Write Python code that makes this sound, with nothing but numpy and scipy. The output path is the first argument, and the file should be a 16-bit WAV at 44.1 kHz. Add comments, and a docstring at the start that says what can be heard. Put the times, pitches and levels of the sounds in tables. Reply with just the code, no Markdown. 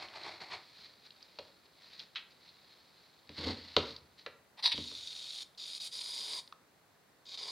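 """A small quiet room, heard from close by and almost in mono. A can of foam is dragged over a wooden
table, handled and knocked down beside a plastic bowl, which is pushed aside. Friction makes trains of
tiny impulses; each blow makes a clack and sets the modes of the table top ringing. The valve spits,
then foam hisses out in several presses: countless tiny bubbles burst and excite the resonances of
the nozzle, while the escaping gas whistles and the growing heap gurgles."""
import sys
import numpy as np
from scipy import signal
from scipy.fft import rfft, irfft
from scipy.io import wavfile

SR = 44100
rng = np.random.default_rng(int(sys.argv[2]) if len(sys.argv) > 2 else 0)


def to_wav(sig):
    """Store sig (one row per channel, or 1-D mono) as 16-bit WAV at the path in sys.argv[1].

    Samples outside -1..1 are clipped; the rate is SR.
    """
    pcm = np.clip(np.atleast_2d(sig), -1, 1) * 32767
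    pcm = np.round(pcm).astype(np.int16)
    wavfile.write(sys.argv[1], SR, pcm.T)  # frames by channels


N = 331218
TIME = np.arange(N) / SR

# Levels in the tables are relative: each source applies its own gain afterwards.
# Spectra of the room tone and of its faint stereo hiss: frequency_hz, density_db
ROOM_TONE_SPECTRUM = [(25, -10.5), (55, -9), (100, -11), (140, -5.5), (250, -8), (450, -7.5), (826, -9.5),
                      (1340, -12.5), (1900, -13.5), (3000, -21.5), (4200, -17), (5500, -24.5),
                      (9500, -27.5), (15500, -28.5)]
SIDE_SPECTRUM = [(30, -18.5), (120, -4), (1000, -5.5), (3000, -12.5), (15000, -20.5)]
# Reverberation time of the room: frequency_hz, t60_s
ROOM_DECAY = [(100, 0.75), (400, 0.3), (1500, 0.48), (4500, 0.18), (12000, 0.42)]
# Strokes of the can on the table and of the fingers on the can: peak_s, level_db, rise_s, fall_s
DRAG_STROKES = [(0.03, -46, 0.29, 0.13), (0.162, -45.5, 0.038, 0.09), (0.265, -44.5, 0.16, 0.24),
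                (0.41, -45, 0.014, 0.048), (0.442, -47.5, 0.066, 0.054), (0.533, -41, .07, 0.078)]
RUB_STROKES = [(0.64, -60, 0.14, 1), (0.852, -52.5, 0.23, 0.12), (1.062, -54.5, 0.059, 0.042),
               (1.23, -61, 0.2, 0.31), (1.46, -63, 0.67, 0.38), (1.655, -64, 0.035, .06),
               (1.845, -56, 0.15, 0.42), (1.93, -56, 0.088, 0.15), (2.005, -48.5, 0.033, 0.067),
               (2.31, -57, 0.034, 0.046), (2.45, -59, 0.15, 0.43), (2.72, -62.5, 0.47, 0.77),
               (3.02, -64.5, 0.27, 0.53), (3.895, -46, 0.28, 0.1), (4.05, -70.5, .1, 0.6),
               (4.19, -54, 0.02, 0.083)]
# Spectra of the dragging, rubbing and tin clack, including the microphone's 4.2 kHz ring:
# frequency_hz, density_db
DRAG_SPECTRUM = [(59, -14), (100, -12), (272, -13), (353, -3), (517, -8.5), (607, -2.5), (657, -1),
                 (853, 0), (1650, -7.5), (2100, -0.5), (2620, -6), (2890, -11.5), (4320, 0.5),
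                 (6070, -21.5), (12000, -40.5), (15600, -75), (22000, -120)]
RUB_SPECTRUM = [(300, -16.5), (1400, -15), (2000, -10), (2450, -9), (2900, -12.5), (3450, -7), (4150, 0.5),
                (4800, -6), (5600, -17), (8000, -34), (15000, -40.5)]
CLACK_SPECTRUM = [(500, -20), (1000, -2), (1400, -4), (1750, -5), (2050, -3.5), (2300, -2), (2600, -2),
                  (3100, -3.5), (4100, 3), (4800, -3), (5600, -13.5), (6300, -17.5), (7200, -29),
                  (15000, -49)]
# Light ticks and pops of the can, cap and trigger: start_s, level_db, pitch_hz, width_hz
SNAPS = [(0.085, -35, 2170, 2000), (0.137, -39, 1860, 2000), (.2350, -31, 4020, 1480),
         (.4046, -45, 2180, 2000), (0.522, -30, 1970, 1200), (1.1057, -39.5, 3650, 900),
         (1.2268, -39, 4900, 700), (1.9940, -29.5, 4040, 600), (2.0003, -31.5, 3560, 1000),
         (2.1510, -38, 3500, 2000), (2.4896, -43, 4070, 600), (3.2730, -49, 4170, 900),
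         (3.963, -32, 4300, 593), (3.985, -46, 4170, 900), (5.305, -29, 3980, 700), (5.548, -50, 3800, 600),
         (6.4765, -38, 4100, 1820), (6.5249, -36.5, 1150, 218), (6.5244, -39.5, 3850, 2500),
         (7.3742, -32, 3820, 700)]
# Knocks on the table and bumps of the sliding bowl:
# start_s, clack_db, clack_hz, broadband_db, decay_s, wood_db, wood_hz, thump_db
BLOWS = [(1.3870, -40.5, 4170, 0.5, 0.0047, -40, 563, -60.5),
         (2.1569, -28.5, 2690, -26, 0.017, -72, 500, -82),
         (3.2920, -35.5, 3680, -7.5, 0.0016, -50.5, 395, -50),
         (3.38, -38, 3500, -5, 0.0016, -45.5, 400, -42.5), (3.497, -41, 3500, -5, .002, -37, 400, -41.5),
         (3.7651, -20, 3600, 5, 0.0024, -20, 410, -33), (4.2620, -27.5, 1550, -18.5, 0.0043, -41, 487, -62),
         (4.737, -45, 2000, -3, .002, -52, 400, -48), (4.778, -45.5, 2000, 14, 0.0015, -41, 383, -40),
         (4.914, -47, 2000, 4, 0.0013, -52.5, 387, -66)]
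# Modes of the table top under the can, and its deep modes: pitch_hz, level_db, t60_s
WOOD_MODES = [(343, -3.5, 0.075), (411, -4, 0.073), (439, 1.5, 0.081), (493, 3, 0.064), (545, -1, 0.11),
              (602.6, 3, 0.05), (741, 0.5, 0.039), (860, 3, 0.024), (983, 1, 0.067), (1190, -6.5, 0.053),
              (1470, -5.5, 0.026)]
THUMP_MODES = [(85.4, 1, 0.1), (97, -13.5, .16), (135, -3.5, 0.077), (160, -3, 0.12), (206, -3, 0.086),
               (245, -4, 0.25), (296, -3.5, 0.26), (373, -13, 0.099)]
# Shoves that push the bowl over the table: peak_s, scrape_db, judder_db, rise_s, fall_s
BOWL_SHOVES = [(3.398, -42.5, -42, 0.053, .06), (3.48, -36, -42, 0.12, .115), (3.66, -53.5, -66, .3, 1)]
# Spectra of the scrape and of the table top's judder, as heard: frequency_hz, density_db
SCRAPE_SPECTRUM = [(400, -22), (950, -10.5), (1400, -12.5), (1800, -8.5), (2070, -4), (2400, -12),
                   (3300, -6), (4400, 2), (5000, -7.5), (6000, -21.5), (9000, -35), (15000, -46)]
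JUDDER_SPECTRUM = [(45, -40.5), (62, -12.5), (80, 1), (110, -13), (170, -18), (245, -1), (300, -2),
                   (380, -9), (500, -1.5), (650, -21), (1000, -15.5), (2500, -52), (6000, -82)]
# Gas spitting from the opening valve: start_s, level_db, swell_s, fall_s, pitch_hz, broadband_db
VALVE_SPITS = [(4.571, -39.5, 0.031, .013, 990, -11), (4.625, -30, 0.017, 0.071, 4260, -3.5),
               (4.654, -21.5, 0.0051, 0.026, 4050, -5), (4.673, -25.5, 0.0046, 0.004, 4750, -3.5),
               (4.712, -29, 0.0079, 0.03, 2800, -5), (4.7232, -22.5, 0.0016, 0.0046, 3380, -18)]
# Spectra of the spits, the finest bubbles and the turbulent jet: frequency_hz, density_db
SPIT_SPECTRUM = [(400, -26.5), (950, -2), (1350, -17.5), (2050, -3), (2900, -7), (3850, 5.5), (5050, -1.5),
                 (5300, -11.5), (5700, -4.5), (6400, -29.5), (7900, -25), (9200, -18.5), (12300, -35),
                 (14000, -36), (15700, -36)]
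FIZZ_SPECTRUM = [(3000, -18), (6500, 2.0), (10800, -7.5), (12000, -10.5), (15000, -7)]
JET_SPECTRUM = [(200, -11.5), (1500, -9), (2900, -11.5), (4000, -3.5), (7000, -4), (15000, -58)]
# Presses of the trigger: start_s, end_s, attack_s, release_s, final_hiss_db, swell_db, fizz_lag_s,
# then, relative to the hiss, fizz_db, whistle_db, gurgle_db
TRIGGER_PRESSES = [ (4.752, 5.432, .01, 0.0068, -44.5, 3, 1, -10.5, -17, -32),
                   (5.575, 5.782, .012, 0.015, -45.5, 1.9, .1, -10.5, -6.5, -36),
                   (5.799, 5.872, 0.0078, 0.02, -42, 1.2, 0.019, -8.5, -5, -47),
                   (5.91, 6.394, 0.027, 0.021, -42.5, 3.2, 0.01, -11, -2.5, -13),
                   (7.254, 7.354, 0.0015, 0.018, -45, 10.4, .1, -20, -9, -18),
                   (7.375, 7.52, 0.0046, .01, -44, 2, 0.11, -13, -3.5, -10), ]
# Resonances of the nozzle, finest bubbles, singing gas and heap of foam: pitch_hz, width_hz, level_db
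NOZZLE_MODES = [(2080, 340, -21.5), (2510, 180, -10.5), (3114, 660, -9), (3757, 236, 3.5), (4250, 116, 2),
                (4610, 260, -2), (5300, 290, -11.5), (5560, 200, -8.5), (6820, 33, -9)]
FIZZ_MODES = [(6810, 150, -1.5), (7050, 160, -13), (7720, 100, -8), (8660, 380, -2.5), (8920, 570, 1.5),
              (9630, 170, -5.5), (9950, 230, 2.5), (10840, 150, 1), (11650, 300, -6), (13500, 450, -11)]
WHISTLE_MODES = [(4850, 125, 0)]
GURGLE_MODES = [(440, 210, 2.5), (1020, 124, 8), (2190, 330, 1)]

BOWL_STOPS_S, BOWL_BRAKES_S = 3.95, 0.2
SPIT_SWELL_DB = 15   # each spit starts this far under its peak
LEAK_DB, LEAK_FALL_S = -17, 0.22   # and leaves a leak that dies away
FIZZ_LAG_DB = 12   # the finest bubbles start this much weaker and catch up
GURGLE_DB_PER_S = 20.5   # the gurgle grows as foam heaps up round the nozzle


def from_db(db):
    """The decibel scale: 20 dB is a factor of ten in amplitude."""
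    return 10 ** (np.asarray(db) / 20)


def rms_one(x):
    """Normalisation to unit mean power."""
    return x / np.sqrt(np.mean(x ** 2) + 1e-20)


def at_hz(points, hz):
    """Interpolation of a curve on a logarithmic frequency axis."""
    frequencies, values = np.transpose(points)
    return np.interp(np.log(np.maximum(hz, 1)), np.log(frequencies), values)


def coloured(x, spectrum, size=4096):
    """Minimum-phase filtering: a causal response with this spectrum; white noise keeps its power."""
    hz = np.fft.rfftfreq(size, 1 / SR)
    cepstrum = irfft(np.log(from_db(at_hz(spectrum, hz))))
    cepstrum[1:size // 2] *= 2   # fold on to positive time
    cepstrum[size // 2 + 1:] = 0
    response = irfft(np.exp(rfft(cepstrum)))
    return signal.oaconvolve(x, response / np.linalg.norm(response))[:len(x)]


def resonate(x, modes):
    """Forced resonance: parallel band-passes (pitch_hz, width_hz, level_db) of alternating sign."""
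    out = 0
    for k, (hz, width_hz, db) in enumerate(modes):
        radius = np.exp(-np.pi * width_hz / SR)
        poles = [1, -2 * radius * np.cos(2 * np.pi * hz / SR), radius ** 2]
        gain = (-1) ** k * from_db(db) * (1 - radius ** 2) / 2
        out += gain * signal.lfilter([1, 0, -1], poles, x + 1e-18)
    return out


def ring(x, modes):
    """Free vibration: an impulse leaves each mode (pitch_hz, level_db, t60_s) as a damped sine."""
    out = 0
    for k, (hz, db, t60_s) in enumerate(modes):
        radius, angle = from_db(-60 / (t60_s * SR)), 2 * np.pi * hz / SR
        poles = [1, -2 * radius * np.cos(angle), radius ** 2]
        out += (-1) ** k * from_db(db) * signal.lfilter([0, np.sin(angle)], poles, x + 1e-18)
    return out


def drift(rate_hz):
    """Random modulation: straight lines between Gaussian values drawn at the given rate; rms 1."""
    return rms_one(np.interp(TIME * rate_hz, np.arange(N), rng.standard_normal(N)))


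def grains(per_s, spread_db, clump_db, clump_hz):
    """Shot noise: random impulses whose sizes scatter and swell in clumps; rms 1."""
    born = rng.random(N) < per_s / SR
    scatter_db = spread_db * np.minimum(rng.exponential(1, N), 4)
    sizes = from_db(scatter_db + clump_db * np.clip(drift(clump_hz), -2, 2))
    return rms_one(born * sizes * rng.choice([-1, 1], N))


def strokes(rows):
    """Incoherent addition: strokes sum in power, each rising 20 dB in rise_s and falling 20 in fall_s."""
    power = 0
    for peak_s, db, rise_s, fall_s in rows:
        decades_down = np.maximum((peak_s - TIME) / rise_s, (TIME - peak_s) / fall_s)
        power += from_db(db - 20 * np.minimum(decades_down, 10)) ** 2
    return np.sqrt(power)


def rattle(decay_s, size=8192):
    """High modal density: a struck thin shell vibrates like exponentially decaying noise."""
    return rng.choice([-1, 1], size) * np.exp(-TIME[:size] / decay_s)


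def add(out, start_s, sound):
    """Superposition: a short sound joins the mix at its start time."""
    start = round(start_s * SR)
    out[start:start + len(sound)] += sound[:N - start]


def room_tone():
    """Mid and side: steady noise common to both channels, with a faint hiss in opposite phase."""
    mid = from_db(-68) * coloured(rng.standard_normal(N), ROOM_TONE_SPECTRUM)
    side = from_db(-72.5) * coloured(rng.standard_normal(N), SIDE_SPECTRUM)
    return mid + side * np.array([[1], [-1]])


def can_dragging():
    """Roughness noise: the rim of the can catches on the grain of the wood, stroke by stroke."""
    catches = grains(per_s=3500, spread_db=0, clump_db=1.5, clump_hz=180)
    return strokes(DRAG_STROKES) * coloured(catches, DRAG_SPECTRUM)


def plastic_ticks():
    """Impulse response: small plastic parts snap, each with one heavily damped resonance."""
    out = np.zeros(N)
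    lowpass = signal.butter(8, 5300, fs=SR, output="sos")
    for start_s, db, hz, width_hz in SNAPS:
        snap = resonate(rattle(decay_s=0.0022), [(hz, width_hz, 0)])
        snap = resonate(snap, [(hz, 3 * width_hz, 0)])   # steepens the skirts
        snap = signal.sosfilt(lowpass, snap)
        add(out, start_s, from_db(db - 2.5) * snap / np.abs(snap).max())
    return out


def finger_rubbing():
    """Sliding friction: skin slips over the can in fine, faint impulses."""
    slips = grains(per_s=6500, spread_db=0, clump_db=2, clump_hz=230)
    return from_db(-1.2) * strokes(RUB_STROKES) * coloured(slips, RUB_SPECTRUM)


def table_knocks():
    """Impact excitation: each knock or bump clacks and rings the table's modes at its own woody pitch."""
    clacks, wood, thump = np.zeros((3, N))
    force = np.pad(signal.windows.hann(15) / 7, (0, 2000))   # contact pulse of unit area
    for start_s, clack_db, clack_hz, broadband_db, decay_s, wood_db, wood_hz, thump_db in BLOWS:
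        shell = rattle(decay_s) + from_db(-25) * rattle(decay_s=0.034)
        shell *= np.minimum(TIME[:len(shell)] / 0.00056, 1)
        shell = from_db(broadband_db) * shell + resonate(shell, [(clack_hz, 1100, 0)])
        add(clacks, start_s, from_db(clack_db) * coloured(shell, CLACK_SPECTRUM))
        tuned_force = from_db(-7) * force + resonate(force, [(wood_hz, 130, -2)])
        add(wood, start_s, from_db(wood_db) * tuned_force)
        add(thump, start_s, from_db(thump_db) * force)
    return clacks + from_db(-4.5) * ring(wood, WOOD_MODES) + from_db(-2) * ring(thump, THUMP_MODES)


def bowl_sliding():
    """Stick-slip friction: the bowl scrapes and shakes the table top until it comes to rest."""
    scrape = strokes([(s, db, rise_s, fall_s) for s, db, _, rise_s, fall_s in BOWL_SHOVES])
    judder = strokes([(s, db, rise_s, fall_s) for s, _, db, rise_s, fall_s in BOWL_SHOVES])
    grit = coloured(grains(per_s=5000, spread_db=-2.5, clump_db=2, clump_hz=180), SCRAPE_SPECTRUM)
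    shake = coloured(grains(per_s=1400, spread_db=1.5, clump_db=6.5, clump_hz=20), JUDDER_SPECTRUM)
    moving = np.clip((BOWL_STOPS_S - TIME) / BOWL_BRAKES_S, 0, 1)
    return moving * (scrape * grit + judder * shake)


def valve_spitting():
    """Transient flow: gas breaks through the first foam in bursts, each with a squeaky resonance."""
    gas = grains(per_s=9000, spread_db=-0.5, clump_db=-1.5, clump_hz=620)
    out = 0
    for start_s, db, swell_s, fall_s, hz, broadband_db in VALVE_SPITS:
        age_s = TIME - start_s
        opening = (age_s > 0) * from_db(SPIT_SWELL_DB * np.clip(age_s / swell_s - 1, -1, 0))
        past_peak_s = np.clip(age_s - swell_s, 0, 1)
        collapse = from_db(-20 * past_peak_s / fall_s)
        leak = from_db(LEAK_DB - 20 * past_peak_s / LEAK_FALL_S)
        burst = from_db(db) * opening * np.roll(gas, rng.integers(N))
        squeak = resonate(np.maximum(collapse, leak) * burst, [(hz, 900, 0)])
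        out += from_db(broadband_db) * collapse * burst + squeak
    return coloured(out, SPIT_SPECTRUM)


def trigger_gains():
    """Amplitude envelopes of hiss, fizz, whistle and gurgle: the valve opens, flow swells, it shuts."""
    gains = np.zeros((4, N))
    for (start_s, end_s, attack_s, release_s, hiss_db, swell_db,
         lag_s, fizz_db, whistle_db, gurgle_db) in TRIGGER_PRESSES:
        age_s = np.maximum(TIME - start_s, 0)
        left_s = np.clip(end_s - TIME, 0, end_s - start_s)
        opening = np.sqrt(np.minimum(age_s / attack_s, 1))
        closing = from_db(-20 * np.clip((TIME - end_s) / release_s, 0, 10))
        flow = opening * closing * from_db(hiss_db - swell_db * left_s / (end_s - start_s))
        fizz = flow * from_db(fizz_db - FIZZ_LAG_DB * np.exp(-age_s / lag_s))
        gurgle = flow * from_db(gurgle_db - GURGLE_DB_PER_S * left_s)
        gains += [flow, fizz, flow * from_db(whistle_db), gurgle]
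    return gains


def foam():
    """Source and filter: bursting bubbles and rushing gas drive resonances; the flow comes in lumps."""
    hiss_gain, fizz_gain, whistle_gain, gurgle_gain = trigger_gains()
    lumps = rms_one(from_db(0.78 * drift(rate_hz=190)))
    bursts = grains(per_s=7000, spread_db=4.5, clump_db=2.5, clump_hz=450)
    fizz = sum(resonate(grains(per_s=9700, spread_db=4.5, clump_db=2.5, clump_hz=160), [mode])
               for mode in FIZZ_MODES)
    fizz = rms_one(coloured(fizz, FIZZ_SPECTRUM))
    whistle = resonate(rng.standard_normal(N), WHISTLE_MODES)
    whistle = rms_one(resonate(whistle, [(4500, 3900, 0)]))   # steepens the skirts
    turbulence = coloured(rng.standard_normal(N), JET_SPECTRUM)
    hiss = from_db(-0.4) * (rms_one(resonate(bursts, NOZZLE_MODES)) + from_db(-14) * turbulence)
    gurgle = rms_one(resonate(bursts, GURGLE_MODES))
    return lumps * (hiss_gain * hiss + fizz_gain * fizz + whistle_gain * whistle + gurgle_gain * gurgle)


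def reverberation(x, size=26000, bands=8):
    """Diffuse field: the room's echoes are octave bands of noise, each dying at its own rate."""
    t, tail = TIME[:size], 0
    edges_hz = np.geomspace(60, 16000, bands + 1)
    for low, high in zip(edges_hz, edges_hz[1:]):
        bandpass = signal.butter(2, [low, high], "band", fs=SR, output="sos")
        t60_s = at_hz(ROOM_DECAY, np.sqrt(low * high))
        tail += signal.sosfilt(bandpass, rng.standard_normal(size)) * from_db(-60 * t / t60_s)
    tail *= np.clip(t / 0.0046 - 0.5, 0, 1)   # echoes build up after the direct sound
    return signal.oaconvolve(x, tail / np.linalg.norm(tail))[:N]


def scene():
    """Direct and reverberant sound: blows on the table fill the room more than the close nozzle does."""
    blows = table_knocks()
    spray = foam() + valve_spitting()
    ticks = plastic_ticks()
    friction = can_dragging() + finger_rubbing() + bowl_sliding()
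    echoes = reverberation(from_db(-8) * blows + from_db(-13) * (friction + ticks) + from_db(-12) * spray)
    return blows + friction + ticks + spray + echoes + room_tone()


def record(dry):
    """Band limiting: the microphone loses the deepest bass, and the top is cut steeply."""
    highpass = signal.butter(4, 62, "high", fs=SR, output="sos")
    lowpass = signal.ellip(12, 0.1, 70, 15800, fs=SR, output="sos")
    return signal.sosfilt(lowpass, signal.sosfilt(highpass, dry))


dry = scene()
out = record(dry)
to_wav(out)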